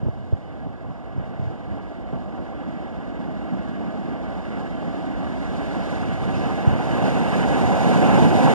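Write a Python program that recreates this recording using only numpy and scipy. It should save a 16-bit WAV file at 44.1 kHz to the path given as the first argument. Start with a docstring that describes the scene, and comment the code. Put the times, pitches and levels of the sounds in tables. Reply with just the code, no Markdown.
"""Wind thumps and gusts buffet the microphone at once, over the far-off rumble of a subway train in a tunnel.
The train rolls out towards an open-air platform: shaped noise grows in uneven surges as it nears,
first with the tunnel's colour, then brighter and direct. Wheels and motors sing as faint wavering tones,
knocks are short noise bursts, treads ping as fading tones, and flanges scrape as narrow hisses.
A stereo widener feeds each side into the other, turned over and late, so the bass is in opposite phase."""
import sys
import numpy as np
from scipy import signal
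from scipy.fft import rfft, irfft, next_fast_len
from scipy.io import wavfile
from scipy.ndimage import uniform_filter1d, map_coordinates

SR = 44100
rng = np.random.default_rng(int(sys.argv[2]) if len(sys.argv) > 2 else 0)


def unload_wav(signal):
    """Save mono or channel-first audio to the path in sys.argv[1] as 16-bit WAV at rate SR, clipped to [-1, 1]."""
    wavfile.write(
        sys.argv[1],
        SR,
        np.round(np.clip(np.atleast_2d(signal).T, -1, 1) * 32767).astype(np.int16),
    )


N = 376613
TIME = np.arange(N) / SR  # seconds
SIZE = next_fast_len(N + 4096, real=True)  # samples, with room for the widener's delay
FREQ = np.maximum(np.arange(SIZE // 2 + 1) * SR / SIZE, 1)  # Hz

# resonances of track and wheels: pitch_hz, width_hz, tunnel_lift_db, alongside_lift_db
STEEL_RESONANCES = [(264, 104, 2, 3.5), (520, 55, 1, 2), (655, 82, 4.5, -1.5), (764.3, 136, 6.5, 5.5),
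                    (993, 99, 2, 5), (1168, 145, 3, 0), (1490, 160, 3, 3.5), (1646, 65, 8, 6),
                    (2088, 280, 8, 4.5), (2805, 216, 5, 5.5), (2995, 85, 5, 5.5), (3750, 160, 2, 5),
                    (6440, 270, 2.5, 8)]
# what the second port hears and how the widener mixes: pitch_hz, own_sound_db, crossfeed_db
MICROPHONE_PORTS = [(100, -36, -1.8), (700, -35, -1.6), (1490, -16.5, -2), (3500, -5, -3),
                    (5630, -4.5, -2.5), (7400, -3.5, -6.5), (9900, -3, -19), (14000, -8, -10)]
# how the wheel roar nears: alongside_db, loss_per_doubling_db, tunnel_gain_db, deep_tunnel_loss_db
ROAR_APPROACH = (-21, 6, 2.43, 0.7)

# the train runs at a steady speed along a track to one side of the microphone
SPEED_M_PER_S, TRACK_OFFSET_M = 13.71, 8.29
ALONGSIDE_S = 8.23  # its front draws level; from then on the distance stays the same


def from_db(db):
    """Turn decibels into a gain."""
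    return 10 ** (np.asarray(db) / 20)


def rms_one(x):
    """Scale a sound so that its average strength (rms) is 1."""
    return x / np.sqrt(np.mean(x ** 2) + 1e-20)


def soft_step(x):
    """Climb smoothly from 0 to 1 around x = 0."""
    return .5 + .5 * np.tanh(x / 2)


def bump(middle_s, length_s):
    """Rise and fall as a bell-shaped curve that reaches 1 in the middle."""
    return np.exp(-np.minimum(2 * ((TIME - middle_s) / length_s) ** 2, 20))


def in_frequency(rows):
    """Spread each column of a table over all frequencies, the first column being Hz."""
    hz, *columns = np.transpose(rows)
    return [np.interp(np.log(FREQ), np.log(hz), column) for column in columns]


def below(hz, order):
    """Gain of a filter that keeps what lies below hz."""
    return 1 / np.sqrt(1 + (FREQ / hz) ** (2 * order))


def above(hz, order):
    """Gain of a filter that keeps what lies above hz."""
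    return 1 / np.sqrt(1 + (hz / FREQ) ** (2 * order))


def band_pass(x, low_hz, high_hz):
    """Keep one band of a sound, without ringing ahead of it."""
    return signal.sosfilt(signal.butter(2, [low_hz, high_hz], "band", fs=SR, output="sos"), x)


def drift(rate):
    """Wander smoothly at random with spread 1, through about rate new values a second."""
    knots = rng.standard_normal(2048)
    coarse_time = TIME[::32]
    curve = map_coordinates(knots, [coarse_time * rate], order=3, mode="wrap")
    return rms_one(np.interp(TIME, coarse_time, curve))


def noise(colour):
    """Make coloured noise of rms 1: separate noise at each port, the second heard mainly in the treble."""
    own_db, _ = in_frequency(MICROPHONE_PORTS)
    white = rng.standard_normal((2, len(FREQ))) + 1j * rng.standard_normal((2, len(FREQ)))
    ports = np.array([np.ones(len(FREQ)), from_db(own_db)])
    shares = ports / np.hypot(*ports)
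    return rms_one(irfft(white * colour * shares, SIZE)[:, :N])


def thumps(peak_cycles=0.92, width_cycles=0.58, lead_cycles=0.22, lead_s=0.0022,
           crack_low_hz=180, crack_high_hz=520, dull_hz=720):
    """A single eddy is one firm swing of pressure, quick at first, with a dull crack at its front."""
    # single eddies that thump the microphone: start_s, swing_db, pitch_hz, crack_db (before dulling)
    eddies = [(0.026, -8.5, 121, -24.5), (0.058, -12, 100, -21), (0.084, -14, 101, -15),
              (0.3238, -4.5, 89, -14.5), (.661, -24, 94, -38), (0.899, -21, 131, -25),
              (1.155, -18, 105, -29), (1.176, -11.5, 94, -22), (1.392, -13, 115, -24),
              (1.412, -17, 105, -28), (1.434, -17, 111, -30), (1.465, -14, 102, -32), (1.71, -18, 85, -30),
              (2.128, -16.5, 112, -18), (6.670, 0.5, 107, -26), (6.714, -19, 100, -36),
              (6.748, -9, 97, -38)]
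    out = np.zeros(N + SR)
    age = TIME[:SR // 10]
    crack = band_pass(signal.unit_impulse(len(age)), crack_low_hz, crack_high_hz)
    crack = crack / np.abs(crack).max()
    for start_s, swing_db, hz, crack_db in eddies:
        cycles = hz * age + lead_cycles * (1 - np.exp(-age / lead_s))
        envelope = np.exp(-((hz * age - peak_cycles) / width_cycles) ** 2)
        swing = np.sin(2 * np.pi * cycles) * envelope
        i = round(start_s * SR)
        out[i:i + len(age)] += from_db(swing_db) * swing + from_db(crack_db) * crack
    return signal.sosfilt(signal.butter(4, dull_hz, fs=SR, output="sos"), out[:N] + 1e-18)


def gusts(low_hz=62, high_hz=152, rustle_db=-28, rustle_hz=600, buffet_db=4, buffet_per_s=14):
    """Gusts and a light breeze churn at the first port: a lumpy rumble with a faint rustle on top."""
    # gusts on the microphone: middle_s, length_s, level_db (the middle is 3 dB stronger)
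    gust_table = [(0.06, 0.045, -25), (0.35, 0.028, -33), (0.67, 0.022, -28), (0.915, 0.048, -39),
                  (1.195, 0.053, -31), (1.43, 0.066, -28), (1.718, 0.14, -34.5), (2.168, 0.097, -32),
                  (6.03, 0.24, -31.5), (6.36, 0.23, -27), (6.727, 0.072, -22), (7.657, 0.035, -21),
                  (8.25, 0.094, -20.5)]
    breeze_level_db, breeze_drops_s, breeze_fade_s = -37, 1.8, 0.2
    rumble = below(high_hz, order=3)
    rustle = from_db(rustle_db) * below(rustle_hz, order=3)
    churn = noise(above(low_hz, order=3) * (rumble + rustle))[0]
    churn = churn / np.sqrt(uniform_filter1d(churn ** 2, size=1000) + 1e-9)  # even out its strength
    breeze = from_db(breeze_level_db + buffet_db * drift(buffet_per_s))
    breeze = breeze * soft_step((breeze_drops_s - TIME) / breeze_fade_s)
    blows = sum(from_db(level_db) * np.sqrt(2) * bump(middle_s, length_s)
                for middle_s, length_s, level_db in gust_table)
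    return churn * (breeze + blows)


def track_to_go():
    """Metres of track between the train's front and the point beside the microphone."""
    return SPEED_M_PER_S * np.maximum(ALONGSIDE_S - TIME, 0)


def approach_db(part):
    """Level of one part of the train: distance weakens it, and the tunnel favours rumble over treble."""
    mouth_m, mouth_blur_m = 47.3, 4.6  # how far off it leaves the tunnel, and how gradually
    deep_m, deep_blur_m = 90, 4.2  # beyond this the tunnel muffles it
    alongside_db, doubling_db, tunnel_db, deep_db = part
    ahead = track_to_go()
    doublings = np.log2(np.hypot(1, ahead / TRACK_OFFSET_M))
    inside = soft_step((ahead - mouth_m) / mouth_blur_m)
    deep = soft_step((ahead - deep_m) / deep_blur_m)
    return alongside_db - doubling_db * doublings + tunnel_db * inside - deep_db * deep


def surges():
    """Each part of the noise swells and lulls unevenly as the train nears (dB)."""
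    # swells and lulls: middle_s, length_s, rumble_db, roar_db, ring_db, hiss_db
    surge_table = [(.2, .3, -2, -1, -1.5, 1), (.75, 0.36, 1, -0.5, -1.2, -1.5),
                   (1.234, 0.074, 1, 1, 1.6, 0), (1.45, 0.081, -2, 0.5, 2.5, 2.8),
                   (1.757, 0.079, 2, 2, 0, 1.5), (2.04, 0.068, -3, 0, -2, -2.5),
                   (2.147, 0.064, 0.5, 2, 1, 1), (2.28, .08, 0.5, -1.5, -3, 0), (2.394, 0.23, 0, 2, -1, 0),
                   (3.6, 0.39, 2.5, -0.1, -0.3, 0.5), (4.207, 0.13, .5, 0.2, 1, 0),
                   (4.442, 0.055, -3.5, 0, 1, 1), (4.6, 0.086, -1, 1.5, 1.5, .5),
                   (4.746, .12, 2, -1, -1, -1), (5.18, 0.21, 2, 0.5, -0.8, -1.7),
                   (5.58, 0.39, 1.3, 0.9, 1.1, 1.5), (5.92, 0.14, 1.2, 1, 2, 2),
                   (6.087, 0.096, 3, -0.5, 2.5, 0), (6.223, 0.091, -0.5, 0.7, -0.7, 0),
                   (6.472, 0.1, -0.5, 2.3, .5, -1), (6.757, 0.21, 0, 1.2, 0.4, -1.5),
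                   (7.015, 0.2, 1.7, 2.5, 1.5, 1.2), (7.33, 0.29, -0.5, -0.2, 0.5, 0),
                   (7.706, 0.16, -3, 0.9, -1, -0.8), (8.09, 0.28, -0.5, 0.5, -0.6, -0.5),
                   (8.223, .08, 4, 0.3, 1.5, 1), (8.3, 0.094, 0, -1.5, -3, -1),
                   (8.448, .1, 0.5, 1.5, 0.2, 1.5)]
    return sum(np.outer(levels_db, bump(middle_s, length_s))
               for middle_s, length_s, *levels_db in surge_table)


def tread_grain(per_s=90, rise_s=0.0023, fading_s=0.009):
    """Pits in the treads jolt the wheels at random, each jolt quick to rise and slower to fade; spread 1."""
    load = (rng.random(N) < per_s / SR) + 1e-18
    for lag_s in (rise_s, rise_s, fading_s):
        load = signal.lfilter([1], [1, -np.exp(-1 / (lag_s * SR))], load)
    return rms_one(np.tanh(rms_one(load - load.mean()) / 2))  # pile-ups are rounded off


def rolling(rumble_waver_db=0.75, rumble_per_s=22, roar_waver_db=0.38, roar_per_s=24, ring_waver_db=0.78,
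            hiss_waver_db=0.87, treble_per_s=45, grain_db=0.64, hiss_grain_db=0.16):
    """Rough wheels on rough rails drive the steel's resonances; tunnel colour gives way to direct sound."""
    # colour of the rolling noise, relative levels: pitch_hz, tunnel_db (per Hz), alongside_db (per Hz)
    rolling_colour = [(80, -7.5, -15), (104, -10, -5.5), (181, 1.5, -1), (315, -3.5, -11),
                      (382, -8.5, -8.5), (623, -10, -9), (868, -15.5, -13), (1205, -21, -26.5),
                      (1790, -25.5, -29.5), (2380, -34, -33.5), (3480, -35.5, -41), (5280, -44, -47.5),
                      (9010, -54, -52.5), (13100, -75, -65)]
    # edges between rumble, roar, ring and hiss: edge_hz
    band_edges = [85, 350, 1200, 3300, 15000]
    # how each part nears: alongside_db, loss_per_doubling_db, tunnel_gain_db, deep_tunnel_loss_db
    rumble_approach = (-15.5, 6.5, 4, 4.5)
    ring_approach = (-29, 5.5, 0, 2)  # same columns
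    hiss_approach = (-40, 6, -3, 1)  # same columns
    direct_m, direct_blur_m = 21.8, 11.2

    far_db, near_db = in_frequency(rolling_colour)
    for hz, width_hz, far_lift_db, near_lift_db in STEEL_RESONANCES:
        bell = np.exp2(-np.minimum((2 * (FREQ - hz) / width_hz) ** 2, 20))
        far_db = far_db + far_lift_db * bell
        near_db = near_db + near_lift_db * bell
    far_colour, near_colour = from_db(far_db), from_db(near_db)
    near = soft_step((direct_m - track_to_go()) / direct_blur_m)
    # each part's level wavers at random, the roar least and the hiss most
    waver_db = [rumble_waver_db * drift(rumble_per_s), roar_waver_db * drift(roar_per_s),
                ring_waver_db * drift(treble_per_s), hiss_waver_db * drift(treble_per_s)]
    # one and the same jolting from the treads shakes all parts together
    uneven_db = surges() + np.outer([grain_db, grain_db, grain_db, hiss_grain_db], tread_grain())
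    out = 0
    for k, part in enumerate([rumble_approach, ROAR_APPROACH, ring_approach, hiss_approach]):
        band = above(band_edges[k], order=8) * below(band_edges[k + 1], order=8)
        far_sound = np.sqrt(1 - near) * noise(band * far_colour)
        near_sound = np.sqrt(near) * noise(band * near_colour)
        out = out + (far_sound + near_sound) * from_db(approach_db(part) + waver_db[k] + uneven_db[k])
    return out


def tunnel_boom(boom_hz=55.5, width_hz=20, low_cut_hz=38):
    """The air in the tunnel mouth booms on one broad, deep resonance."""
    # how the boom nears: alongside_db, loss_per_doubling_db, tunnel_gain_db, deep_tunnel_loss_db
    boom_approach = (-31.5, 1.15, -2.5, 3.5)
    resonance = 1 / (1 + ((FREQ ** 2 - boom_hz ** 2) / (FREQ * width_hz)) ** 2)
    colour = np.sqrt(resonance) * above(low_cut_hz, order=2) * below(2 * boom_hz, order=4)
    return from_db(approach_db(boom_approach)) * noise(colour)


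def air(level_db=-89, low_hz=9500):
    """A faint, steady hiss lies under everything."""
    return from_db(level_db) * noise(above(low_hz, order=3))


def pings(per_s=20, level_db=-13.5, spread_db=3.0, rise_s=0.021, ring_s=0.091, scatter=0.0316,
          centre_hz=750, tilt_db=-2.5):
    """Rough spots on the treads set low steel resonances ringing for a moment, at random times."""
    out = np.zeros(N + SR)
    age = TIME[:SR // 2]
    ring = (1 - np.exp(-age / rise_s)) * np.exp(-age / ring_s)
    roar_db = approach_db(ROAR_APPROACH)  # level_db counts from this
    pitches = [hz for hz, *_ in STEEL_RESONANCES if hz < 3400]
    chance = rng.random((1000, 3))
    spread = np.clip(rng.standard_normal((1000, 2)), -2, 2)
    for (when, which, luck), (detune, strength) in zip(chance, spread):
        if luck < per_s * TIME[-1] / len(chance):
            i = int(when * N)
            hz = pitches[int(which * len(pitches))] * (1 + scatter * detune)
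            tilt = tilt_db * max(np.log2(hz / centre_hz), 0)  # weaker for each octave above the centre
            db = roar_db[i] + level_db + spread_db * strength + tilt
            out[i:i + len(age)] += from_db(db) * ring * np.sin(2 * np.pi * hz * age)
    return out[:N]


def singing(waver_per_s=40, flicker_db=2, flicker_per_s=9.4):
    """Narrow, unsteady tones of wheels and motors swell and fade while their pitch slides and wavers."""
    # thin tones: start_s, end_s, start_hz, end_hz, level_db, waver (share of the pitch)
    tones = [(.3, 2.8, 1625, 1645, -61, .004), (2.42, 2.88, 3345, 3343, -67.5, .0012),
             (2.9, 4.2, 1655, 1668, -56, .006), (4.3, 6.1, 1665, 1690, -55, .007),
             (6.8, 7.5, 2640, 2780, -53, .009), (8.0, 8.6, 2450, 2580, -50, .009),
             (5.2, 8.9, 742, 760, -45.5, .014)]
    out = np.zeros(N)
    for start_s, end_s, start_hz, end_hz, level_db, waver in tones:
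        along = np.clip((TIME - start_s) / (end_s - start_s), 0, 1)
        hz = (start_hz + (end_hz - start_hz) * along) * (1 + waver * drift(waver_per_s))
        swell = np.sqrt(2 * np.abs(np.sin(np.pi * along)))
        level = from_db(level_db + flicker_db * drift(flicker_per_s))
        out += swell * level * np.sin(2 * np.pi * np.cumsum(hz) / SR)
    return out


def knocks(attack_s=0.0045, fading_s=0.019, clang_low_hz=480, clang_high_hz=1000,
           thud_low_hz=125, thud_high_hz=290):
    """Each knock is a short noise burst, a mid-pitched clang with a low thud; some are very faint."""
    # short bursts: start_s, clang_db, thud_db (both before the rise and fade)
    bursts = [(0.903, -40, -42), (1.780, -44, -44), (2.371, -33.5, -42), (5.735, -30.5, -32),
              (5.925, -38, -21), (6.488, -24.5, -32), (7.160, -27, -34), (7.585, -22, -63),
              (7.929, -17, -26), (8.014, -30, -36), (8.08, -18.5, -12), (8.181, -17.5, -11),
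              (8.222, -28, -11.5), (8.427, -25, -28), (8.461, -18, -38)]
    clang = noise(above(clang_low_hz, order=3) * below(clang_high_hz, order=3))
    thud = noise(above(thud_low_hz, order=4) * below(thud_high_hz, order=3))
    out = np.zeros((2, N))
    for start_s, clang_db, thud_db in bursts:
        age = np.clip(TIME - start_s, 0, 1)
        envelope = (1 - np.exp(-age / attack_s)) * np.exp(-age / fading_s)
        out += (from_db(clang_db) * clang + from_db(thud_db) * thud) * envelope
    return out


def scrapes():
    """A wheel flange bites the rail, hisses in one band and lets go."""
    # scrapes: start_s, rise_s, fading_s, pitch_hz, width_hz, level_db (before the rise and fade)
    bites = [(5.70, 0.09, 0.2, 3300, 3000, -43), (5.85, .03, 0.11, 5750, 3800, -62),
             (6.325, .008, 0.12, 2740, 448, -40.5), (6.33, .03, 0.094, 4380, 2200, -41.5),
             (7.02, 0.06, 0.11, 2590, 400, -32), (7.025, .01, 0.043, 4500, 1500, -43),
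             (8.03, .08, 0.17, 2440, 400, -31)]
    hiss = rng.standard_normal(N)
    out = np.zeros(N)
    for start_s, rise_s, fading_s, hz, width_hz, level_db in bites:
        band = rms_one(band_pass(hiss, max(hz - width_hz / 2, 500), hz + width_hz / 2))
        age = np.maximum(TIME - start_s, 0)
        envelope = (1 - np.exp(-age / rise_s)) * np.exp(-age / fading_s)
        out += from_db(level_db) * band * envelope
    return out


def scene():
    """Train and wind as the two microphone ports hear them; the first port faces the track."""
    first_port = singing() + pings() + scrapes() + gusts() + thumps()
    both_ports = rolling() + knocks() + tunnel_boom() + air()
    return both_ports + np.array([first_port, np.zeros(N)])


def record(dry, crossfeed_s=.000492, fade_s=.003, ceiling=.97, cutoff_hz=14250):
    """The widener takes from each side a late copy of the other; peaks are rounded and the top is cut."""
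    _, crossfeed_db = in_frequency(MICROPHONE_PORTS)
    crossfeed = from_db(crossfeed_db) * np.exp(-2j * np.pi * FREQ * crossfeed_s)
    from_edge_s = np.minimum(TIME, TIME[-1] - TIME)
    fade = np.sin(np.pi / 2 * np.clip(from_edge_s / fade_s, 0, 1)) ** 2
    right, left = rfft(dry * fade, SIZE)  # the first port is the right one
    wide = np.array([left - crossfeed * right, right - crossfeed * left])
    sound = irfft(wide / np.hypot(1, np.abs(crossfeed)), SIZE)
    sound = sound / (1 + (sound / ceiling) ** 16) ** (1 / 16)
    return irfft(rfft(sound) * below(cutoff_hz, order=250), SIZE)[:, :N]


dry = scene()
out = record(dry)
unload_wav(out)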